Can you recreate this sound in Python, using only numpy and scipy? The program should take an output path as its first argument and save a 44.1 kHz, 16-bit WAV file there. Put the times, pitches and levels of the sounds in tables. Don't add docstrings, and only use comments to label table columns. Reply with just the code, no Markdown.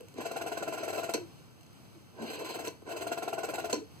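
import sys
import numpy as np
from scipy import signal
from scipy.fft import rfft, irfft, next_fast_len
from scipy.io import wavfile
from scipy.ndimage import uniform_filter1d, map_coordinates

SR = 44100
rng = np.random.default_rng(int(sys.argv[2]) if len(sys.argv) > 2 else 0)


def int16_out(signal):
    q = np.round(np.clip(np.atleast_2d(signal).T, -1, 1) * 32767)
    wavfile.write(sys.argv[1], SR, q.astype(np.int16))


def voltage_ratio(level):
    return 10 ** (np.asarray(level, float) / 20)


N = 176400
T = np.arange(N) / SR

# f/Hz, width/Hz, level/dB
CASE = [(255, 58, -11), (324.3, 55, -3.5), (401.3, 85, -0.5), (480, 98.3, -2), (631, 182, -10.5),
        (1028, 77, -10.5), (1552, 59, -14)]


def unit(x):
    return x / np.sqrt(np.mean(x ** 2) + 1e-20)


def along(points, hz):
    f, v = np.transpose(points)
    return np.interp(np.log(hz + 1), np.log(f + 1), v)


def wobble(rate):
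    knots = rng.standard_normal(int(N * rate / SR) + 4)
    return map_coordinates(knots, [T * rate])


def filtered(x, response):
    m = next_fast_len(N + SR // 2)
    return irfft(rfft(x, m) * response(np.fft.rfftfreq(m, 1 / SR)), m)[..., :N]


def body(modes):
    def response(f):
        total = 0
        for k, (center, width, db) in enumerate(modes):
            damping = 1j * f * width
            total = total + (-1) ** k * voltage_ratio(db) * damping / (center * center - f * f + damping)
        return total
    return response


def grit(spiky_db):
    size = np.minimum(rng.exponential(size=N), 3)
    return unit(rng.standard_normal(N) * voltage_ratio(spiky_db * size))


def gate(start, length, rise, t60):
    rising = np.clip((T - start) / max(rise, 1e-4), 0, 1)
    return rising * voltage_ratio(-60 * np.clip(T - start - length, 0, None) / t60)


def metal(x):
    # f/Hz, width/Hz, level/dB
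    frame = [(2030, 230, -51), (2636, 62, 8.5), (4057, 79, -1), (4360, 53, -0.5), (4696, 40, -2.5),
             (5680, 700, -0.5), (7545, 740, -3), (9140, 344, -1), (10000, 270, -15), (11570, 250, -1),
             (12500, 550, -40), (15000, 1560, -2)]
    # f/Hz, level/dB
    frame_bed = [(900, -16), (1700, 5.5), (3000, -1.5), (10000, -15), (15500, -5)]
    return filtered(x, lambda f: body(frame)(f) + voltage_ratio(along(frame_bed, f)))


def governor():
    # t/s, chatter/dB, rasp/dB, hold/ms
    home_a = [(0.207, -30.5, -45, 18), (0.257, -26, -43, 15.5), (0.314, -26, -43.5, 8.1),
              (0.363, -27, -41.5, 15), (0.414, -24, -42, 13), (0.464, -26.5, -44, 23),
              (0.52, -24, -42.5, 15.7), (0.574, -25, -42.5, 12.6), (0.627, -24, -42.5, 11),
              (0.678, -24, -44, 15), (0.726, -27, -44.5, 26), (0.779, -26.5, -45.5, 14),
              (0.833, -25.5, -43, 16.5), (0.881, -26.5, -43, 28), (0.93, -27, -44.5, 35),
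              (0.976, -23, -43, 27), (1.034, -24.5, -41.5, 17), (1.093, -23.5, -43.5, 14.6)]
    # t/s, chatter/dB, rasp/dB, hold/ms
    winding = [
        (2.219, -53, -52, 24.3),
        (2.261, -41, -51, 25),
        (2.298, -40, -47, 24.5),
        (2.332, -66, -46.5, 24),
        (2.39, -47, -45.5, 24.1),
        (2.446, -44, -44, 24),
        (2.49, -40, -44.5, 23.72),
        (2.542, -34, -44.5, 25),
        (2.59, -32, -45.5, 24.2),
        (2.647, -36, -43.5, 24.1),
    ]
    # t/s, chatter/dB, rasp/dB, hold/ms
    home_b = [(2.891, -34.5, -49, 27), (2.917, -30, -46.5, 11.4), (2.964, -29, -44.5, 18),
              (3.011, -29, -44.5, 25), (3.07, -24.5, -43, 12), (3.119, -23, -40, 16),
              (3.176, -24.5, -44.5, 16), (3.226, -25, -44, 16), (3.28, -23.5, -42.5, 11.3),
              (3.331, -25, -43, 13), (3.383, -24, -44, 14.6), (3.434, -25.5, -42, 21),
              (3.489, -25.5, -42.5, 18), (3.539, -27.5, -42.5, 23), (3.584, -25, -44.5, 25),
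              (3.645, -25.5, -43, 15.5), (3.698, -28, -42.5, 16)]
    # f/Hz, level/dB
    slips = [(688, -6), (1410, -15.5), (2700, -23)]
    rubs = [*home_a, *winding, *home_b]
    lead_s, rise_s, rasp_rise_s = 0.0033, 0.0021, 0.005
    spread_hz, wander_hz = 30, 55

    pitch = np.interp(T, sorted(r[0] for r in rubs), rng.standard_normal(len(rubs)))
    buzz = 0
    for hz, db in slips:
        slip_hz = hz + spread_hz * pitch + wander_hz * wobble(250)
        phase = 2 * np.pi * np.cumsum(slip_hz) / SR
        buzz = buzz + voltage_ratio(db + 1.85 * wobble(160)) * np.sin(phase)

    chatter, rasp = np.zeros(N), np.zeros(N)
    for s, chatter_db, rasp_db, hold_ms in rubs:
        hold = hold_ms / 1000
        bite = voltage_ratio(-6.5) * gate(s - rise_s, rise_s, rise_s / 2, t60=0.038)
        chatter += voltage_ratio(chatter_db - 6) * (gate(s - lead_s, hold, rise_s, t60=0.023) + bite)
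        drag = gate(s - rasp_rise_s / 2, hold, rasp_rise_s, t60=0.076)
        rasp += voltage_ratio(rasp_db + 0.18) * (drag + 0.3 * bite)

    knock = unit(filtered(grit(spiky_db=6), body(CASE)))
    scrape = voltage_ratio(0.52 * wobble(120)) * unit(metal(grit(spiky_db=4.0)))
    return chatter * (buzz + voltage_ratio(-9.5) * knock) + rasp * scrape


def gears():
    # start t/s, end t/s, rise/s, drone level/dB, hiss level/dB
    turns = [
        (0.136, 1.143, 0.044, -45.5, -54.5),
        (2.118, 2.675, 0.09, -43, -58.5),
        (2.836, 3.744, 0.048, -45.5, -55.5),
    ]
    drone = unit(filtered(grit(spiky_db=3.5) * voltage_ratio(2.5 * wobble(60)), body(CASE)))
    hiss = filtered(metal(grit(spiky_db=-0.5)), lambda f: 1 / (1 + (f / 7860) ** 6))
    hiss = unit(hiss) * voltage_ratio(2.2 * wobble(40))
    out = np.zeros(N)
    for start, end, rise, drone_db, hiss_db in turns:
        turning = gate(start, end - start, rise, t60=0.28) ** 2
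        out += turning * (voltage_ratio(drone_db) * drone + voltage_ratio(hiss_db) * hiss)
    return out


def contacts():
    # t/s, crack/dB, thud/dB, snap/dB
    stops = [(1.1387, -32.5, -25.5, -32), (1.1429, -32.5, -16, -55), (1.146, -35.5, -31, -53),
             (1.152, -38, -26, -55), (1.156, -45, -24.5, -60), (1.177, -66, -26, -60),
             (3.7282, -34.5, -25, -39), (3.7301, -31.5, -16, -43), (3.734, -38.5, -19.5, -44),
             (3.738, -42, -18, -50), (3.743, -36.5, -31, -42), (3.756, -46, -33, -60),
             (2.6421, -50, -33, -47), (2.6737, -39, -24, -39), (2.68, -39.5, -26, -41),
             (2.687, -44, -39, -62)]
    # t/s, crack/dB, thud/dB
    ticks = [(.008, -53.5, -36.5), (0.085, -53, -54), (0.141, -55, -42), (0.183, -53, -22.5),
             (0.341, -71, -44), (1.61, -60, -65), (1.632, -57, -65), (1.665, -61.5, -68), (1.731, -62, -65),
             (2.165, -71, -41), (2.225, -52, -31), (2.821, -64, -37), (2.875, -57, -28.5),
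             (3.518, -53, -53)]
    # f/Hz, level/dB, t60/s
    steel = [(1004, 4, .07), (2000, -8, 0.026), (2750, -12, .05), (4105, 1.5, 0.048), (4330, 5, 0.028),
             (5750, 6, 0.025), (6300, 1.5, 0.022), (6820, -2.5, 0.021), (6900, 4, .025)]
    hard_db, ring_grows = -35, 1.7
    push_s = 0.0004

    out, push, t = np.zeros(N + SR), np.zeros(N), T[:SR // 4]
    crack = filtered(metal(grit(spiky_db=2.5)), lambda f: 1 / (1 + (f / 8500) ** 4))
    crack = unit(crack)
    snap_band = lambda f: 1 / (1 + (3500 / (f + 1)) ** 2) / (1 + (f / 11000) ** 2)
    snap = unit(filtered(grit(spiky_db=-1.5), snap_band))
    for s, crack_db, thud_db, *snap_db in [*stops, *ticks]:
        ring = np.zeros(len(t))
        for hz, db, t60 in steel:
            decay = voltage_ratio(db + rng.normal(0, 3.3) - 60 * t / t60)
            ring += decay * np.sin(2 * np.pi * hz * rng.normal(1, 0.012) * t)
        ring_db = hard_db + ring_grows * (crack_db - hard_db) - 7.5
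        out[round(s * SR):][:len(t)] += voltage_ratio(ring_db) * ring
        crack_shape = gate(s, 0.00021, 0, t60=0.012) + voltage_ratio(-21) * gate(s, 0, 0, t60=0.19)
        out[:N] += voltage_ratio(crack_db) * crack * crack_shape
        out[:N] += voltage_ratio(max(snap_db, default=crack_db)) * snap * gate(s, 0.0012, 0, t60=0.0081)
        push += voltage_ratio(thud_db + 16.5) * gate(s, 0, push_s / 5, push_s * 7)
    return out[:N] + filtered(push, body(CASE))


def spring():
    # f/Hz, width/Hz, level/dB
    coils = [(2700, 550, 0), (4190, 150, 3.5), (4750, 80, 0)]
    start, end = 2.19, 2.56
    song = unit(filtered(grit(spiky_db=5.0), body(coils)))
    return voltage_ratio(-52.5 + 3.7 * wobble(40)) * gate(start, end - start, 0.095, t60=0.24) * song


def booms():
    # t/s, hold/s, level/dB, f/Hz
    shoves = [(.002, 0.043, -49.5, 480), (0.155, 0.058, -44, 253.5), (1.141, 0.025, -36.5, 470.4),
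              (1.182, 0.035, -39, 345), (1.217, 0.037, -43, 350), (1.95, 0.033, -55.5, 370),
              (2.198, 0.064, -40, 255), (3.726, 0.011, -31, 468.4), (3.761, 0.029, -35.5, 292),
              (3.793, 0.021, -42.5, 332), (3.813, 0.023, -41.5, 401)]
    wander = np.cumsum(0.0689 * wobble(60)) / SR
    out = np.zeros(N)
    for s, hold, db, hz in shoves:
        sag_db = 37 * np.clip(T - s, 0, 1)
        tone = np.sin(2 * np.pi * hz * (T + wander))
        out += voltage_ratio(db - sag_db) * gate(s, hold, 0.0032, t60=0.023) * tone
    return voltage_ratio(1.7 * wobble(90)) * out


def ports(x, lead, high_hz):
    early_s, late_s = 558.7e-6, 369e-6

    def both(f):
        low = 1 / (1 + (f / 1700) ** 30)
        high = 1 / (1 + (high_hz / (f + 1)) ** 30)
        z = low * np.exp(1j * along(lead, f))
        z = z - (1 - low - high) * np.exp(2j * np.pi * f * early_s)
        z = z - high * np.exp(-2j * np.pi * f * late_s)
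        return np.array([np.ones_like(z), z / (abs(z) + 1e-9)])
    return filtered(x, both)


def scattered(x):
    # f/Hz, level/dB
    scatter = [(2000, -26), (3600, -6), (5400, -8), (7200, -3), (9000, -2), (10800, -14), (14000, -6)]
    hz, _, z = signal.stft(x, SR, nperseg=256)
    patch = uniform_filter1d(rng.standard_normal(z.shape), size=5, axis=0)
    patch = uniform_filter1d(patch, size=16, axis=1)
    spin = np.exp(2j * np.pi * rng.random((2,) + z.shape))
    level = voltage_ratio(along(scatter, hz)[:, None] + 5 * unit(patch))
    return signal.istft(z * spin * level, SR, nperseg=256)[1][:, :N]


def room(x):
    # f/Hz, t60/s
    decay = [(400, 0.26), (10000, 0.23)]
    hz, t, z = signal.stft(rng.standard_normal((2, SR // 3)), SR, nperseg=256)
    fade = voltage_ratio(-60 * t / along(decay, hz)[:, None])
    tail = signal.istft(z * fade, SR, nperseg=256)[1]
    tail = tail / np.linalg.norm(tail[0])
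    return signal.fftconvolve(np.pad(x, (256, 0))[None], tail, axes=1)[:, :N]


def air():
    # f/Hz, level/dB per Hz
    spectrum = [(25, -38), (105, 3.5), (200, -3), (450, -11), (1200, -19), (5000, -24.5), (10000, -30.5),
                (15600, -33.5)]
    # f/Hz, lead/rad
    air_lead = [(900, 0.2), (1300, 0.84), (1700, 2.2)]
    color = lambda f: voltage_ratio(along(spectrum, f))
    apart = lambda f: 0.44 + (1 - 0.44) / (1 + (f / 740) ** 8)
    shared = ports(rng.standard_normal(N), air_lead, high_hz=SR)
    tone = filtered(shared, lambda f: color(f) * np.sqrt(abs(1 - apart(f) ** 2)))
    tone = tone + filtered(rng.standard_normal((2, N)), lambda f: color(f) * apart(f))
    return voltage_ratio(-54.5 + 0.97 * wobble(6.02)) * unit(tone)


def scene():
    # f/Hz, lead/rad
    lead = [(400, -0.98), (620, -1.4), (700, 0.95), (1100, -0.13), (1300, -2), (1650, 4.5)]
    # f/Hz, left over right/dB
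    lean = [(520, 0), (680, 11), (900, 2), (1450, -8), (1900, 0), (2750, -8), (3200, 0)]
    room_db = -11
    dial = governor() + gears() + contacts() + spring() + booms()
    dial = filtered(dial, lambda f: (1j * f / (55 + 1j * f)) ** 2)
    answer = room(dial)
    heard = ports(dial + voltage_ratio(room_db) * answer[0], lead, high_hz=9700)
    heard = heard + voltage_ratio(room_db - 7) * answer + scattered(dial)
    return filtered(heard, lambda f: voltage_ratio(np.outer([.5, -.5], along(lean, f)))) + air()


def joint(x):
    z = signal.stft(np.array([x[0] + x[1], x[0] - x[1]]) / 2, nperseg=2048)[2]
    power = uniform_filter1d(abs(z) ** 2, size=12, axis=1)
    power = uniform_filter1d(power, size=2, axis=2)
    bass = (np.fft.rfftfreq(2048, 1 / SR) < 2500)[:, None]
    keep = (power > voltage_ratio(2 * -7) * power[::-1]) | bass
    mid, side = signal.istft(z * keep, nperseg=2048)[1][:, :N]
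    return np.array([mid + side, mid - side])


def roll_off(x):
    return signal.sosfilt(signal.butter(12, 16640, fs=SR, output="sos"), x)


def record(dry):
    top_hz = 15650
    band = lambda f: np.where(f < top_hz - 100, 1, voltage_ratio(-22) * (f < top_hz + 180))
    mix = joint(filtered(dry, band))
    return roll_off(mix)


dry = scene()
out = record(dry)
int16_out(out)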